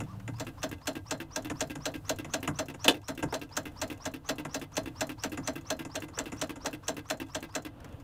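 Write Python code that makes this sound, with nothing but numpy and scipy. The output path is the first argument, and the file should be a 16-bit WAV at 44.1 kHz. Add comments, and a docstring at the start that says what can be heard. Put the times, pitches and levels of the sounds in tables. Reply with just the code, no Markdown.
"""From the start a low rumble fills a camper van, and a short hum swells and dies: shaped noise and sines. The
button of the gas fridge's piezo igniter taps its stop at times: noise washes plus damped modes. A first half-
hearted push groans; then, about four times a second with the valve held in, each push squeals by sliding
friction, the catch trips, the hammer snaps, the cabinet booms and the button rattles back. At times the button
knocks dull as it bottoms out just before a snap. Clicks and creaks sound on the control panel, and one hard
clack rings there, as decaying modes."""
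import sys
import numpy as np
from scipy import signal
from scipy.fft import rfft, irfft, next_fast_len
from scipy.io import wavfile
from scipy.ndimage import uniform_filter1d, minimum_filter1d, map_coordinates

SR = 44100
rng = np.random.default_rng(int(sys.argv[2]) if len(sys.argv) > 2 else 0)


def wav_out(sig):
    """Save sig, one row per channel (or a flat mono array), as 16-bit PCM at SR to the path in sys.argv[1]."""
    wavfile.write(sys.argv[1], SR, np.round(np.clip(np.atleast_2d(sig).T, -1, 1) * 32767).astype(np.int16))


N = 354475
TIME = np.arange(N) / SR
RING = np.arange(SR // 4) / SR  # time since a blow (s)


def amp(db):
    """Logarithmic level: 20 dB is a factor of ten in amplitude."""
    return 10 ** (np.asarray(db) / 20)


def unit(x):
    """Root-mean-square normalisation: scale to rms 1."""
    return x / np.sqrt(np.mean(x ** 2) + 1e-20)


def along(hz, points_hz, values):
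    """Log-frequency interpolation: straight lines between points on a logarithmic axis."""
    return np.interp(np.log(hz + 1), np.log(points_hz), values)


def wobble(rate, size):
    """Slow random modulation: a smooth curve through random knots, rate of them a second."""
    knots = rng.standard_normal(int(size * rate / SR) + 4)
    return map_coordinates(knots, [np.arange(size) * rate / SR])


def filtered(x, gain):
    """Linear filtering: multiply the spectrum by a gain that depends on frequency."""
    m = next_fast_len(len(x) + 2048)
    spectrum = rfft(x, m) * gain(np.fft.rfftfreq(m, 1 / SR))
    return irfft(spectrum, m)[..., :len(x)]


def add(track, s, sound):
    """Superposition: mix a sound into the track at s seconds."""
    start = max(round(s * SR), 0)
    track[start:start + len(sound)] += sound[:max(len(track) - start, 0)]


# modes of the fridge cabinet, excited by every blow: f/Hz, level/dB relative to the blow's colour, t60/s
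CABINET_MODES = [(150.4, -21, 0.31), (268.3, -14, 0.17), (300.8, -10.5, 0.14), (326.3, -19, 0.21),
                 (461, -11, 0.12), (526.7, -11, 0.084), (630, -21.5, 0.18), (707, -18, 0.17),
                 (906, -13.5, 0.11), (1327, -18, 0.085), (1603, -16, 0.12), (2040, -18.5, 0.14),
                 (2574, -15.5, 0.1), (2699, -6, 0.045), (3454, -12.5, 0.079)]


def blows(events, colour, own_modes, modes_db, swell_cycles, ragged_db, alike, attack=0.00079):
    """Impact excitation: a diffuse wash plus damped modes; events give t/s, crack level/dB, thud level/dB."""
    band_hz, band_db, band_t60 = np.transpose(colour)
    mode_hz, mode_db, mode_t60 = np.transpose(CABINET_MODES + own_modes)
    hz, t60 = np.r_[band_hz, mode_hz], np.r_[band_t60, mode_t60]
    db = np.r_[band_db, modes_db + mode_db + along(mode_hz, band_hz, band_db)]

    # the cabinet takes a few cycles to get moving, so the bass blooms after the crack
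    swell = 1 - np.exp(-(RING * hz[:, None] / swell_cycles) ** 2)
    onset = 1 - np.exp(-RING / attack)
    decay = np.exp(-np.log(1000) * RING / t60[:, None])
    shape = swell * onset * amp(db[:, None]) * decay

    def bands(f):
        """Filter bank: overlapping triangles on a log axis, rolled off below 60 Hz."""
        triangles = [along(f, band_hz, row) for row in np.eye(len(band_hz))]
        return np.array(triangles) * f ** 2 / (f ** 2 + 60 ** 2)

    # every blow takes the same paths through the van, so the share "alike" of the wash power repeats
    paths = rng.standard_normal(len(RING))
    phase = rng.uniform(0, 2 * np.pi, (len(mode_hz), 1))
    track = np.zeros(N)
    for s, crack_db, thud_db in events:
        fresh = rng.standard_normal(len(RING))
        wash = filtered(np.sqrt(alike) * paths + np.sqrt(1 - alike) * fresh, bands)
        wash = wash * amp(ragged_db * wobble(352, len(RING)))  # reflections arrive in clumps
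        # loose parts shift a little at each blow and chatter, which roughens the high modes
        detune = 1 + .006 * rng.standard_normal(len(mode_hz))
        chatter = 1.8e-5 * wobble(450, len(RING))  # s
        ring = np.sin(2 * np.pi * (mode_hz * detune)[:, None] * (RING + chatter) + phase)
        # the thud level rules below 800 Hz, the crack level above 1700 Hz
        force_db = along(hz, [800, 1700], [thud_db, crack_db]) + rng.normal(0, 1.67, len(hz))
        add(track, s, amp(force_db) @ (shape * np.vstack([wash, ring])))
    return track


# course of the low hum: t/s, f/Hz, level/dB before its trim
HUM_COURSE = [(0, 111.6, -33.5), (.08, 105, -51.5), (.24, 112, -46), (.31, 117, -39.5), (.39, 115.3, -41),
              (.48, 116, -55)]
# spectral shape of the steady background: f/Hz, level/dB per Hz before normalisation
FLOOR_SPECTRUM = [(15, -50), (25, 7), (101, 8), (204, 0.5), (289, 9), (378, -9.5), (457, 0), (804, -6),
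                  (1570, -12.5), (2230, -23.5), (2700, -16.5), (4260, -28), (5140, -35.5), (15500, -47.5)]
RUMBLE_DB, RUMBLE_FALL_DB_PER_S = -48.5, 0.52  # starting level; the rumble slowly settles


def van():
    """Filtered noise and tones: low rumble and a faint broad floor; a hum swells and dies at the start."""
    floor = filtered(rng.standard_normal(N), lambda f: amp(along(f, *np.transpose(FLOOR_SPECTRUM))))
    floor_db = -56.0 + 3.5 * wobble(5.1, N)

    rumble_hz = [35, 75, 105, 128, 152, 200, 400]
    rumble_shape_db = [-11.5, -4, 3.5, -6, -3.5, -27.5, -45.5]
    rumble = filtered(rng.standard_normal(N), lambda f: amp(along(f, rumble_hz, rumble_shape_db)))
    rumble_db = RUMBLE_DB - RUMBLE_FALL_DB_PER_S * TIME + 2.0 * wobble(4.5, N)

    s, hz, db = np.transpose(HUM_COURSE)
    low_phase = 2 * np.pi * np.cumsum(np.interp(TIME, s, hz)) / SR
    low = np.sin(low_phase) * amp(np.interp(TIME, s, db))
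    high = np.sin(2 * np.pi * 186 * TIME + 0.59 * wobble(13.0, N))
    high = high * amp(np.interp(TIME, [0, .25, .48], [-48, -51, -66]))
    hum = amp(2.0) * (low + high) * (TIME < s[-1])
    return amp(floor_db) * unit(floor) + amp(rumble_db) * unit(rumble) + hum


# pushes of the igniter button, shared by all its parts:
# snap t/s, strength level/dB before trims, squeal pitch approached f/Hz, delay until the button is back t/s
PUSHES = [(0.3971, -25.5, 5380, .069), (0.629, -21, 6000, 0.084), (0.8702, -20.5, 5550, 0.082),
          (1.108, -20, 6260, 0.093), (1.3584, -21.5, 6130, 0.088), (1.6053, -20.5, 6020, 0.092),
          (1.8541, -21, 6070, 0.085), (2.0926, -19, 6660, .093), (2.3359, -19, 6970, .092),
          (2.5873, -20.5, 6580, 0.096), (2.8424, -19.5, 6180, 0.1), (3.0815, -21, 5970, 0.094),
          (3.339, -23.5, 5650, 0.075), (3.5658, -21, 5700, 0.088), (3.8143, -21.5, 5800, .085),
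          (4.0526, -23.5, 6000, 0.085), (4.2882, -19, 6990, 0.094), (4.5429, -21.5, 6000, 0.071),
          (4.7669, -20, 6610, 0.09), (5.007, -20, 5950, 0.085), (5.235, -21, 5820, .083),
          (5.4731, -21, 6600, 0.082), (5.701, -20, 6500, .09), (5.953, -23.5, 5680, 0.067),
          (6.1864, -23, 6050, 0.07), (6.413, -21, 6470, 0.08), (6.6567, -23, 6010, 0.072),
          (6.8799, -20, 6360, 0.086), (7.0993, -20, 6500, 0.1), (7.3466, -23, 5850, 0.079),
          (7.5502, -21.5, 5400, .098)]
# the button taps its outer stop: t/s, level/dB
STOP_TAPS = [(0.0014, -32), (0.2767, -35.5), (1.498, -31), (1.7526, -34.5), (2.245, -35.5), (2.4745, -25),
             (2.7401, -41), (3.2251, -25.5), (4.449, -34.5), (5.3728, -30), (5.849, -36), (6.0824, -43),
             (6.319, -33.5), (6.557, -38.5)]
# colour and decay of the button's return, then of a tap: f/Hz, level/dB per Hz, t60/s
RETURN_COLOUR = [(120, 15.5, 0.11), (321, 18.5, 0.044), (430, 9.5, 0.045), (1010, 4.5, .13),
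                 (1480, 5.5, 0.054), (3080, 0, 0.071), (4200, -9, 0.092), (7200, -12.5, 0.063),
                 (14800, -5.5, 0.032)]
TAP_COLOUR = [(90, 22, 0.28), (272, 20.5, 0.16), (433, 10.5, 0.15), (1000, 10, 0.11), (2400, 2, 0.065),
              (4360, -19.5, 0.11), (6500, -5.5, 0.08), (10500, -14.5, 0.093), (15000, -42, .08)]
# modes of the spring: f/Hz, level/dB relative to the tap's colour, t60/s
SPRING_MODES = [(7050, -2, 0.07), (10190, -5, 0.06)]
RETURN_DB, RETURN_THUD_DB, RETURN_SCATTER_DB = -30.5, -5.5, .5  # level before trims, thud against it, spread
RETURN_FOLLOWS = 0.59  # dB of return per dB of push
TAP_THUD_DB = -4  # against the tap's crack


def button():
    """Repeated impact: the button rattles back in three contacts, harder after a hard push, or taps its stop."""
    alike = .25
    snap_s, push_db, _, back_s = np.transpose(PUSHES)
    s = snap_s + back_s
    db = RETURN_DB + RETURN_FOLLOWS * (push_db - push_db.mean())
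    db = db + RETURN_SCATTER_DB * rng.standard_normal(len(s))
    thud_db = db + RETURN_THUD_DB
    gaps_s = rng.uniform([.007, .016], [.015, .025], (len(s), 2))
    release = zip(s, db + 0.5, thud_db - 7)
    landing = zip(s + gaps_s[:, 0], db - 5, thud_db - 3.0)
    bounce = zip(s + gaps_s[:, 1], db - 7, thud_db - 11)
    rattle = blows([*release, *landing, *bounce], RETURN_COLOUR, [], modes_db=-3.0,
                   swell_cycles=0.79, ragged_db=2.4, alike=alike, attack=0.0018)
    stops = [(s, db, db + TAP_THUD_DB) for s, db in STOP_TAPS]
    taps = blows(stops, TAP_COLOUR, SPRING_MODES, modes_db=-3.5,
                 swell_cycles=2.8, ragged_db=3, alike=alike)
    return amp(-2) * rattle + taps


def squeal(pitch_hz, whistle_db, groan_db):
    """Stick-slip friction: sliding plastic whistles unsteadily over a groan about five times lower, and rubs."""
    size = len(pitch_hz)
    phase = 2 * np.pi * np.cumsum(pitch_hz * (1 + .039 * wobble(1100, size))) / SR
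    whistle = np.sin(phase) * amp(whistle_db + 3.5 * wobble(260, size))
    groan = np.sin(.21 * phase) * amp(groan_db)
    rub_hz, rub_db = [300, 1100, 2200, 6000, 14000], [-3.0, 13.0, -1.5, -6, -24]
    rub = unit(filtered(rng.standard_normal(size), lambda f: amp(along(f, rub_hz, rub_db))))
    return whistle + groan + amp(-5.5) * rub * amp(np.maximum(whistle_db, groan_db))


# the groan speaks first, then the whistle takes over and fades as the spring stiffens:
# t/s into the push, whistle level/dB against its peak, groan level/dB
SQUEAL_STAGES = [(0, -36, -74), (.016, -24, -60), (.026, -12, -48), (.037, -.5, -57), (.052, 0, -60),
                 (.075, -6, -54)]
# the first and last pushes whistle less: t/s, level/dB against SQUEAL_DB
SQUEAL_FADE = [(.3, -9.5), (.9, -6), (1.3, -1.5), (6.6, -0.5), (7.5, -13)]
SQUEAL_DB, SQUEAL_SCATTER_DB = -50, 1  # whistle level before the fade, and its spread
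STROKE_CYCLES = 435  # stroke time times final pitch: a faster push squeals higher and for a shorter time
SPEED_UP_S = .018  # time constant of the plunger's speed


def plunger():
    """Speed-dependent friction: each push speeds up, so its squeal rises and levels off until the snap."""
    track = np.zeros(N)
    # a first half-hearted push groans up and down again without firing
    push = np.sin(np.linspace(.3, np.pi - .3, round(.14 * SR)))
    add(track, .04, push * squeal(5600 * push ** 1.1, whistle_db=-72, groan_db=-53.5))

    stage_s, stage_whistle_db, stage_groan_db = np.transpose(SQUEAL_STAGES)
    for snap_s, _, top_hz, _ in PUSHES:
        stroke_s = STROKE_CYCLES / top_hz
        t = np.arange(round(stroke_s * SR)) / SR
        speed = 1 - np.exp(-t / SPEED_UP_S)
        peak_db = SQUEAL_DB + np.interp(snap_s, *np.transpose(SQUEAL_FADE))
        peak_db = peak_db + SQUEAL_SCATTER_DB * rng.standard_normal()
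        whistle_db = peak_db + np.interp(t, stage_s, stage_whistle_db)
        groan_db = np.interp(t, stage_s, stage_groan_db)
        add(track, snap_s - stroke_s, squeal(top_hz * speed, whistle_db, groan_db))
    return track


# light clicks of fingers on the controls before and after the pushes: t/s, level/dB before the trim
FINGER_CLICKS = [(0.1975, -39), (7.802, -45), (7.8437, -33), (7.889, -46.5), (7.9984, -44)]
# dull knocks as the button bottoms out just before some snaps: t/s, level/dB before the trim
BOTTOMING_KNOCKS = [(3.3236, -23.5), (5.9464, -35), (6.1743, -31), (6.6456, -31)]
# the hard clack: t/s, crack level/dB, thud level/dB, both before the trim
HARD_CLACK = [(2.8798, -9, -18)]
# colour and decay of clicks, ticks, knocks and the clack: f/Hz, level/dB per Hz, t60/s
CLICK_COLOUR = [(500, 1.5, 0.067), (1400, 9, 0.068), (3500, -2.5, 0.045), (6500, 2, 0.036), (9000, -7, .04),
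                (15000, -9, .04)]
TICK_COLOUR = [(1000, -2, 0.08), (4000, -6, 0.08), (5400, -1, 0.045), (6900, 4, .05), (8880, -4, 0.05),
               (15000, -7, 0.045)]
KNOCK_COLOUR = [(130, 4, 0.082), (500, 20, 0.15), (1390, 10.5, 0.081), (2970, -13, 0.11),
                (11700, -18, 0.092)]
CLACK_COLOUR = [(110, -4, 0.18), (257, 16.5, 0.27), (600, 12.5, 0.27), (1186, 7, 0.14), (2130, -1.5, 0.096),
                (3080, 6.5, 0.11), (4700, -2.5, .1), (8080, -4, 0.095), (15000, -10, 0.065)]
# modes of the control panel: f/Hz, level/dB relative to the clack's colour, t60/s
PANEL_MODES = [(1714, -10, 0.11), (2930, -9.5, 0.086), (2780, -8.5, 0.043), (3070, -7, 0.058),
               (3222, -48.5, 0.17), (3550, -9, 0.11), (4120, -14, .1)]
KNOCK_THUD_DB = -3.5  # against the knock's crack


def panel():
    """Plate excitation: the button knocks as it bottoms out before some snaps; fingers click and the knob
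    creaks on the control panel; one hard clack rings it."""
    touches = [(s, db, db) for s, db in FINGER_CLICKS]
    clicks = blows(touches, CLICK_COLOUR, [], modes_db=-11, swell_cycles=3.1, ragged_db=1.5, alike=0)
    bumps = [(s, db, db + KNOCK_THUD_DB) for s, db in BOTTOMING_KNOCKS]
    knocks = blows(bumps, KNOCK_COLOUR, [], modes_db=-8.5, swell_cycles=1.8, ragged_db=0.5, alike=0)
    clack = blows(HARD_CLACK, CLACK_COLOUR, PANEL_MODES, modes_db=-0.5,
                  swell_cycles=0.45, ragged_db=2.5, alike=0)
    # faint creaks of the held knob fall at random
    creak_rows = [(s, db, db) for s, db in rng.uniform([0, -7], [N / SR, 0], size=(40, 2))]
    creaks = blows(creak_rows, TICK_COLOUR, [], modes_db=9, swell_cycles=2, ragged_db=5, alike=0)
    return amp(-8.5) * clicks + amp(-6.0) * knocks + amp(-6) * clack + amp(-53.0) * creaks


# colour and decay of the snap: f/Hz, level/dB per Hz, t60/s
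SNAP_COLOUR = [(127, 10, 0.092), (253, 16.5, 0.31), (366, 7.5, 0.27), (610, 14.5, 0.23), (885, 10, 0.16),
               (1562, 4, 0.12), (2200, -7.5, 0.12), (3060, -1, 0.095), (4640, -7, 0.11), (6160, 4, 0.04),
               (7760, 0.5, 0.057), (9150, -15.5, 0.095), (15000, -15, 0.078)]
# modes of the hammer: f/Hz, level/dB relative to the snap's colour, t60/s
HAMMER_MODES = [(4160, -14, 0.14), (4010, -13.5, 0.11), (5330, -19.5, 0.11), (6000, -16, 0.082),
                (6380, -18, 0.076), (7320, -21, 0.11)]
TRIP_LEAD_S, TRIP_SCATTER_S = 0.012, .002  # the catch trips just before the hammer lands
TRIP_DB, TRIP_SCATTER_DB = -45.5, 2.5
SNAP_THUD_DB = -11  # the cabinet's thud under the crack of a snap
LATCH_SHARE = .72  # the latch resets at this share of the return time
LATCH_DB, LATCH_SCATTER_DB = -41, 3  # level before the trim, and its spread


def hammer():
    """Stored-energy impact: the catch trips, the hammer snaps on the crystal, the latch ticks as it resets."""
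    alike = .4
    snap_s, push_db, _, back_s = np.transpose(PUSHES)
    chance = rng.standard_normal((len(PUSHES), 3))
    trip_db = TRIP_DB + TRIP_SCATTER_DB * chance[:, 0]
    trip_s = snap_s - TRIP_LEAD_S + TRIP_SCATTER_S * chance[:, 1]
    trips = blows(zip(trip_s, trip_db, trip_db), CLICK_COLOUR, [], modes_db=-7,
                  swell_cycles=2, ragged_db=1.5, alike=alike)
    strikes = zip(snap_s, push_db, push_db + SNAP_THUD_DB)
    snaps = blows(strikes, SNAP_COLOUR, HAMMER_MODES, modes_db=-1,
                  swell_cycles=3.52, ragged_db=2.4, alike=alike, attack=0.0015)
    latch_db = LATCH_DB + LATCH_SCATTER_DB * chance[:, 2]
    resets = zip(snap_s + LATCH_SHARE * back_s, latch_db, latch_db)
    ticks = blows(resets, TICK_COLOUR, [], modes_db=-11, swell_cycles=8.1, ragged_db=0, alike=alike)
    return trips + amp(-1.5) * snaps + amp(-5.5) * ticks


def hollow():
    """Cavity resonance: after each snap the open cabinet fills with a note that bends upward and drops away."""
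    track = np.zeros(N)
    build_s = [0, .008, .016, .035, .046, .1, .25]
    build = amp(np.interp(RING, build_s, [-47, -7.5, -3, -5.0, -21.5, -45, -100]))
    for snap_s, push_db, _, _ in PUSHES:
        hz = np.interp(RING, [.01, .04], [605, 665]) * (1 + 0.0087 * rng.standard_normal())
        note = build * np.sin(2 * np.pi * np.cumsum(hz) / SR)
        add(track, snap_s, amp(push_db - 11.0 + rng.normal(0, 1.2)) * note)
    return track


def scene():
    """Superposition: everything heard from the seat in front of the open fridge."""
    return (van() + button() + plunger() + panel() + hammer() + hollow())[None]


DUCK_ABOVE_DB, DUCK_SHARE = -23, 0.59  # threshold, and dB of dip per dB above it
DUCK_HOLD_S, DUCK_GLIDE_S = .17, 0.08  # how long a dip is held, and its smoothing time constant
TOP_HZ = 15600  # steep upper band limit


def record(dry):
    """Dynamic compression and low-pass: the level dips after a loud blow, and the top of the band is cut."""
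    power = uniform_filter1d(dry[0] ** 2, size=220)  # 5 ms mean
    level_db = 10 * np.log10(np.abs(power) + 1e-12)
    hold = int(DUCK_HOLD_S * SR)
    # the padding delays the centred window, so a dip only follows its blow
    wanted_db = np.pad(DUCK_SHARE * np.minimum(DUCK_ABOVE_DB - level_db, 0), (hold // 2, 0))
    held_db = minimum_filter1d(wanted_db, hold)[:N]
    keep = np.exp(-1 / (DUCK_GLIDE_S * SR))
    gain_db = signal.lfilter([1 - keep], [1, -keep], held_db)
    return filtered(dry[0] * amp(gain_db), lambda f: 1 / (1 + (f / TOP_HZ) ** 120))[None]


dry = scene()
out = record(dry)
wav_out(out)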